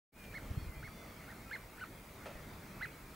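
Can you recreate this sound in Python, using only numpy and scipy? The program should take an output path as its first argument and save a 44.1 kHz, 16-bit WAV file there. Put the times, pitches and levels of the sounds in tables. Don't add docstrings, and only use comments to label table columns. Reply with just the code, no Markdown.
import sys
import numpy as np
from scipy import signal
from scipy.fft import rfft, irfft, next_fast_len
from scipy.io import wavfile
from scipy.ndimage import uniform_filter1d, map_coordinates

SR = 44100
rng = np.random.default_rng(int(sys.argv[2]) if len(sys.argv) > 2 else 0)


def pcm_store(signal):
    levels = np.round(np.clip(np.atleast_2d(signal), -1, 1) * 32767)
    wavfile.write(sys.argv[1], SR, levels.astype(np.int16).T)


N = 138915
T = np.arange(N) / SR


def amp(db):
    return 10 ** (np.asarray(db) / 20)


def unit(x):
    return x / np.sqrt(np.mean(x ** 2) + 1e-20)


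def along(points, hz):
    f, v = np.transpose(points)
    return np.interp(np.log(hz + 1), np.log(f + 1), v)


def wobble(rate):
    return map_coordinates(rng.standard_normal(4096), [T * rate], mode="wrap")


def filtered(x, response):
    m = next_fast_len(N + SR // 4)
    hz = np.fft.rfftfreq(m, 1 / SR)
    return irfft(rfft(x, m) * response(hz), m)[..., :N]


def noise(spectrum):
    white = rng.standard_normal(N)
    return unit(filtered(white, lambda hz: amp(along(spectrum, hz))))


def rush(spectrum, patchy_db):
    # frequency in Hz, likeness of left and right from 0 to 1.
    likeness = [(30, 1), (130, 1), (290, 1), (640, 0.9), (1410, 0.59), (3100, 1), (6800, 0.75), (15000, 1)]
    z = signal.stft(rng.standard_normal((2, N)), nperseg=512)[2]
    patches = uniform_filter1d(rng.standard_normal(z.shape[1:]), size=3, axis=0)
    patches = unit(uniform_filter1d(patches, size=12, axis=1))
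    pair = signal.istft(z * amp(patchy_db * patches), nperseg=512)[1][:, :N]

    def mid_side_response(hz):
        half_angle = np.arccos(np.clip(along(likeness, hz), -1, 1)) / 2
        return amp(along(spectrum, hz)) * [np.cos(half_angle), np.sin(half_angle)]

    mid, side = filtered(pair, mid_side_response)
    return unit(np.array([mid + side, mid - side]))


def tone(hz):
    return np.sqrt(2) * np.sin(2 * np.pi * np.cumsum(hz) / SR)


def swell(u):
    return np.sqrt(np.abs(np.sin(np.pi * u)))


def camera():
    # frequency in Hz, relative density in dB per Hz.
    hiss_spectrum = [(100, 6), (3000, -16.5), (8000, 0.5), (15500, 2)]
    # frequency in Hz, relative density in dB per Hz.
    side_spectrum = [(100, 3), (4500, 2.5), (7000, -7.5), (9500, -19), (15000, -49)]
    # centre pitch in Hz, level in dB.
    hum_tones = [(205, -69.5), (640, -73.5), (883, -78.5)]
    hiss_db, side_db, whine_db = -63, -70.5, -77.5
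    whine_hz, buzz_hz = 15625, 49
    buzz_db, buzz_slope_db = -8, 2

    hum = sum(amp(db) * tone(hz + 4 * wobble(20)) for hz, db in hum_tones)
    buzz = sum(2 * amp(buzz_db + buzz_slope_db * k) * np.cos(2 * np.pi * (k + 1) * buzz_hz * T)
               for k in range(3))
    whine = amp(whine_db) * (1 + buzz) * tone(np.full(N, whine_hz))
    hiss = amp(hiss_db) * noise(hiss_spectrum)
    hiss = hiss + amp(side_db) * noise(side_spectrum) * [[1], [-1]]
    return hiss + hum + whine


def air():
    # time in seconds, level in dB.
    rumble_course = [(.2, -56), (.5, -46), (.7, -51.5), (1, -53.5), (1.4, -58), (1.8, -57), (2.1, -55.5),
                     (2.38, -54), (2.65, -53), (2.85, -55.5), (3.15, -58.5)]
    # frequency in Hz, relative density in dB per Hz.
    rumble_spectrum = [(12, -29), (24, -5), (43, 1.5), (85, -2), (150, -2), (290, -8), (400, -17.5),
                       (650, -20.5), (1100, -55)]
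    # frequency in Hz, relative density in dB per Hz.
    field_spectrum = [(150, -6), (350, -0.5), (650, -3), (1050, -5), (1350, -3), (1700, -8), (2150, -5.5),
                      (2500, -10.5), (2900, -16), (4500, -17.5), (7000, -21), (15000, -56)]
    rumble_db, rumble_follows = -55, 0.75
    field_db, fade_db_per_s = -56.5, 0.5

    course_db = np.interp(T, *np.transpose(rumble_course))
    rumble_gain = amp(rumble_db + rumble_follows * (course_db - np.median(course_db)))
    rumble = rumble_gain * rush(rumble_spectrum, patchy_db=1.5)
    field_gain = amp(field_db - fade_db_per_s * (T - T.mean()) + 1.3 * wobble(5.1))
    return rumble + field_gain * rush(field_spectrum, patchy_db=1.97)


def whistles(count=36):
    # start in seconds, length in seconds, starting pitch in Hz, level in dB.
    single = [(0.141, .18, 2474, -62.5), (.55, 0.15, 2490, -66), (0.679, .14, 2090, -63.5),
              (0.745, 0.096, 2405, -65), (0.877, 0.048, 1270, -62.5), (0.967, .09, 2086, -65),
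              (1.42, 0.19, 2520, -67), (1.455, 0.048, 1342, -61), (2.17, 0.087, 2187, -67),
              (2.284, 0.12, 2580, -69), (2.74, 0.2, 2600, -67)]
    sag_per_s, jitter_scale = 0.27, 0.0049
    flock_hz, flock_spread = 2300, 0.09
    flock_length_s, flock_db = 0.11, -70

    out = np.zeros(N)
    jitter, flutter_db = jitter_scale * wobble(250), 1.6 * wobble(60)
    flock = []
    for k, (a, b, c) in enumerate(rng.random((count, 3))):
        start = T[-1] * (k + a) / count
        pitch = flock_hz * (1 + flock_spread * (2 * c - 1))
        flock.append((start, flock_length_s * (0.5 + b), pitch, flock_db))
    for s, length, hz, db in list(single) + flock:
        at = (T > s) & (T < s + length)
        t = T[at] - s
        note = tone(hz * (1 - sag_per_s * t + jitter[at]))
        out[at] += amp(db + flutter_db[at]) * swell(t / length) * note
    return out


def knocks():
    # time in seconds, body level in dB, scuff level in dB.
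    strokes = [(0.238, -68, -58), (2.257, -44.5, -62)]
    # centre in Hz, bandwidth in Hz, relative level in dB.
    modes = [(415, 80, -4), (540, 60, 0), (613, 34, 4.5), (883, 76, -4.5), (1310, 79, -5), (1770, 130, -12),
             (2400, 810, -16)]
    # frequency in Hz, relative density in dB per Hz.
    scuff_spectrum = [(800, -3), (2600, 4), (5500, -10), (13000, -15)]
    ring_t60, scuff_t60, attack_s = 0.31, 0.21, 0.00095
    blow_db = 2.5

    def body(f):
        return sum((-1) ** k * amp(db) * 1j * f * w / (c * c - f * f + 1j * f * w)
                   for k, (c, w, db) in enumerate(modes))

    ring = unit(filtered(rng.standard_normal(N), body))
    scuff = unit(noise(scuff_spectrum) * amp(4.9 * wobble(350)))
    out = np.zeros(N)
    for s, body_db, scuff_db in strokes:
        t = np.maximum(T - s, 0)
        impulse = 1.0 * (np.arange(N) == round(s * SR))
        blow = filtered(impulse, body)
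        out += amp(body_db + blow_db) * blow / np.abs(blow).max()
        decaying = ring * amp(body_db - 60 * t / ring_t60) + scuff * amp(scuff_db - 60 * t / scuff_t60)
        out += (1 - np.exp(-t / attack_s)) * decaying
    return out


def yelps():
    # time of the top in seconds, top pitch in Hz, rise in seconds, fall in seconds,
    # onset of full voice in seconds before the top, register break in seconds before the top,
    # its step in log pitch, relative level in dB, left over right in dB.
    calls = [(0.365, 2190, 0.032, 0.022, 0.024, 0.014, 0.12, -44, -2.5),
             (0.856, 2193, 0.027, 0.028, 0.029, 0.018, 0.11, -49.5, -2),
             (1.31, 1880, 0.033, 0.018, .030, 0.0116, 0.135, -51.5, -2.5),
             (1.540, 2152, .029, .025, .028, 0.0088, .15, -40.5, -2),
             (1.822, 1508, 0.028, 0.026, 0.01, 0.0167, 0.236, -42, -1),
             (2.8369, 2043, 0.026, 0.021, 0.026, 0.0116, 0.092, -38.5, -2.5)]
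    # harmonic number, relative level in dB.
    overtones = [(1, -2), (2, -14), (3, -35), (4, -29)]
    # frequency in Hz, gain in dB.
    throat = [(600, -13), (1100, -14), (1330, 0.5), (1500, -1), (1800, -3.5), (2150, 0.5), (2600, -3),
              (3400, -14), (4200, -4), (5200, -15), (9000, -24.5)]
    arch_drop, arch_power = 0.41, 2.6
    break_s, break_reach_s = 0.00041, 0.01574
    edge_s, full_until = 0.0012, 1.02
    skirt_db, width = -14, 1.5
    bounce_s, bounce_db = 0.012, -16

    def after(t, edge):
        return (1 + np.tanh(t / edge)) / 2

    out = np.zeros((2, N))
    jitter, shimmer_db = 0.0084 * wobble(500), -1.37 * wobble(300)
    rasp = amp(-22.5) * noise(throat)
    for s, top_hz, rise, fall, lead_s, break_lead_s, step, db, pan_db in calls:
        at = (T > s - 2 * rise) & (T < s + 2 * fall)
        t = T[at] - s
        u = t / np.where(t < 0, rise, fall)
        low_register = after(-t - break_lead_s, break_s)
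        low_register = low_register * np.exp(-((t + break_lead_s) / break_reach_s) ** 2)
        arch = np.tanh(arch_drop * np.abs(u) ** arch_power)
        hz = top_hz * np.exp(jitter[at] - arch - step * low_register)
        first, *upper = [amp(level + along(throat, round(k) * hz)) * tone(round(k) * hz)
                         for k, level in overtones]
        full = after(t + lead_s, edge_s) * after(full_until * fall - t, edge_s)
        voice = amp(skirt_db * (1 - full)) * first + sum(upper) + rasp[at]
        envelope = amp(db + shimmer_db[at]) * np.exp(-np.abs(u / width) ** 6)
        out[:, at] += envelope * voice * amp([[pan_db / 2], [-pan_db / 2]])
    bounce = filtered(out, lambda hz: np.exp(-2j * np.pi * hz * bounce_s))
    return out + amp(bounce_db) * bounce


def bumps():
    # time in seconds, peak in dB, pitch in Hz.
    pulses = [(.513, -30, 85.5), (.578, -26.5, 104), (0.629, -36.5, 79), (0.673, -36.5, 59.7),
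              (0.697, -36, 67), (0.774, -43, 59.5), (0.843, -40, 113), (0.891, -43.5, 63.6),
              (2.36, -45, 48.4), (2.529, -42.5, 85)]
    cycles, phase = 0.53, 0.47
    lead = np.array([[phase], [-phase]]) / 2
    return sum(amp(db) * np.exp(-((T - s) * hz / cycles) ** 2) * np.cos(2 * np.pi * hz * (T - s) + lead)
               for s, db, hz in pulses)


def mews():
    # start in seconds, length in seconds, top pitch of the fundamental in Hz,
    # then the levels of the 3rd, 4th and 5th harmonic in dB.
    cries = [(0.531, 0.16, 1110, -73, -69, -82), (0.732, .5, 1170, -73.5, -75, -76.5)]
    sag, fading_db = 0.12, 2.8

    out, jitter = np.zeros(N), 0.005 * wobble(120)
    for s, length, top_hz, *levels_db in cries:
        at = (T > s) & (T < s + length)
        u = (T[at] - s) / length
        hz = top_hz * (1 + jitter[at] - sag * np.abs(2 * (u - 0.5)) ** 1.6)
        for k, db in enumerate(levels_db, start=3):
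            gain = amp(db + fading_db * wobble(22)[at])
            out[at] += gain * swell(u) * tone(k * hz)
    return out


def echo(x):
    t60 = 0.24
    tail = rng.standard_normal((2, SR // 2)) * amp(-60 * T[:SR // 2] / t60)
    return signal.fftconvolve(x, tail / np.linalg.norm(tail[0]), axes=1)[:, :N]


def scene():
    echo_db = -14.5
    sounds = whistles() + knocks() + yelps() + mews()
    return sounds + amp(echo_db) * echo(sounds) + bumps() + air() + camera()


def record(dry):
    fade_in = (.12, 0.19)
    top_hz = 15760
    return filtered(dry * np.interp(T, fade_in, (0, 1)), lambda hz: hz < top_hz)


dry = scene()
out = record(dry)
pcm_store(out)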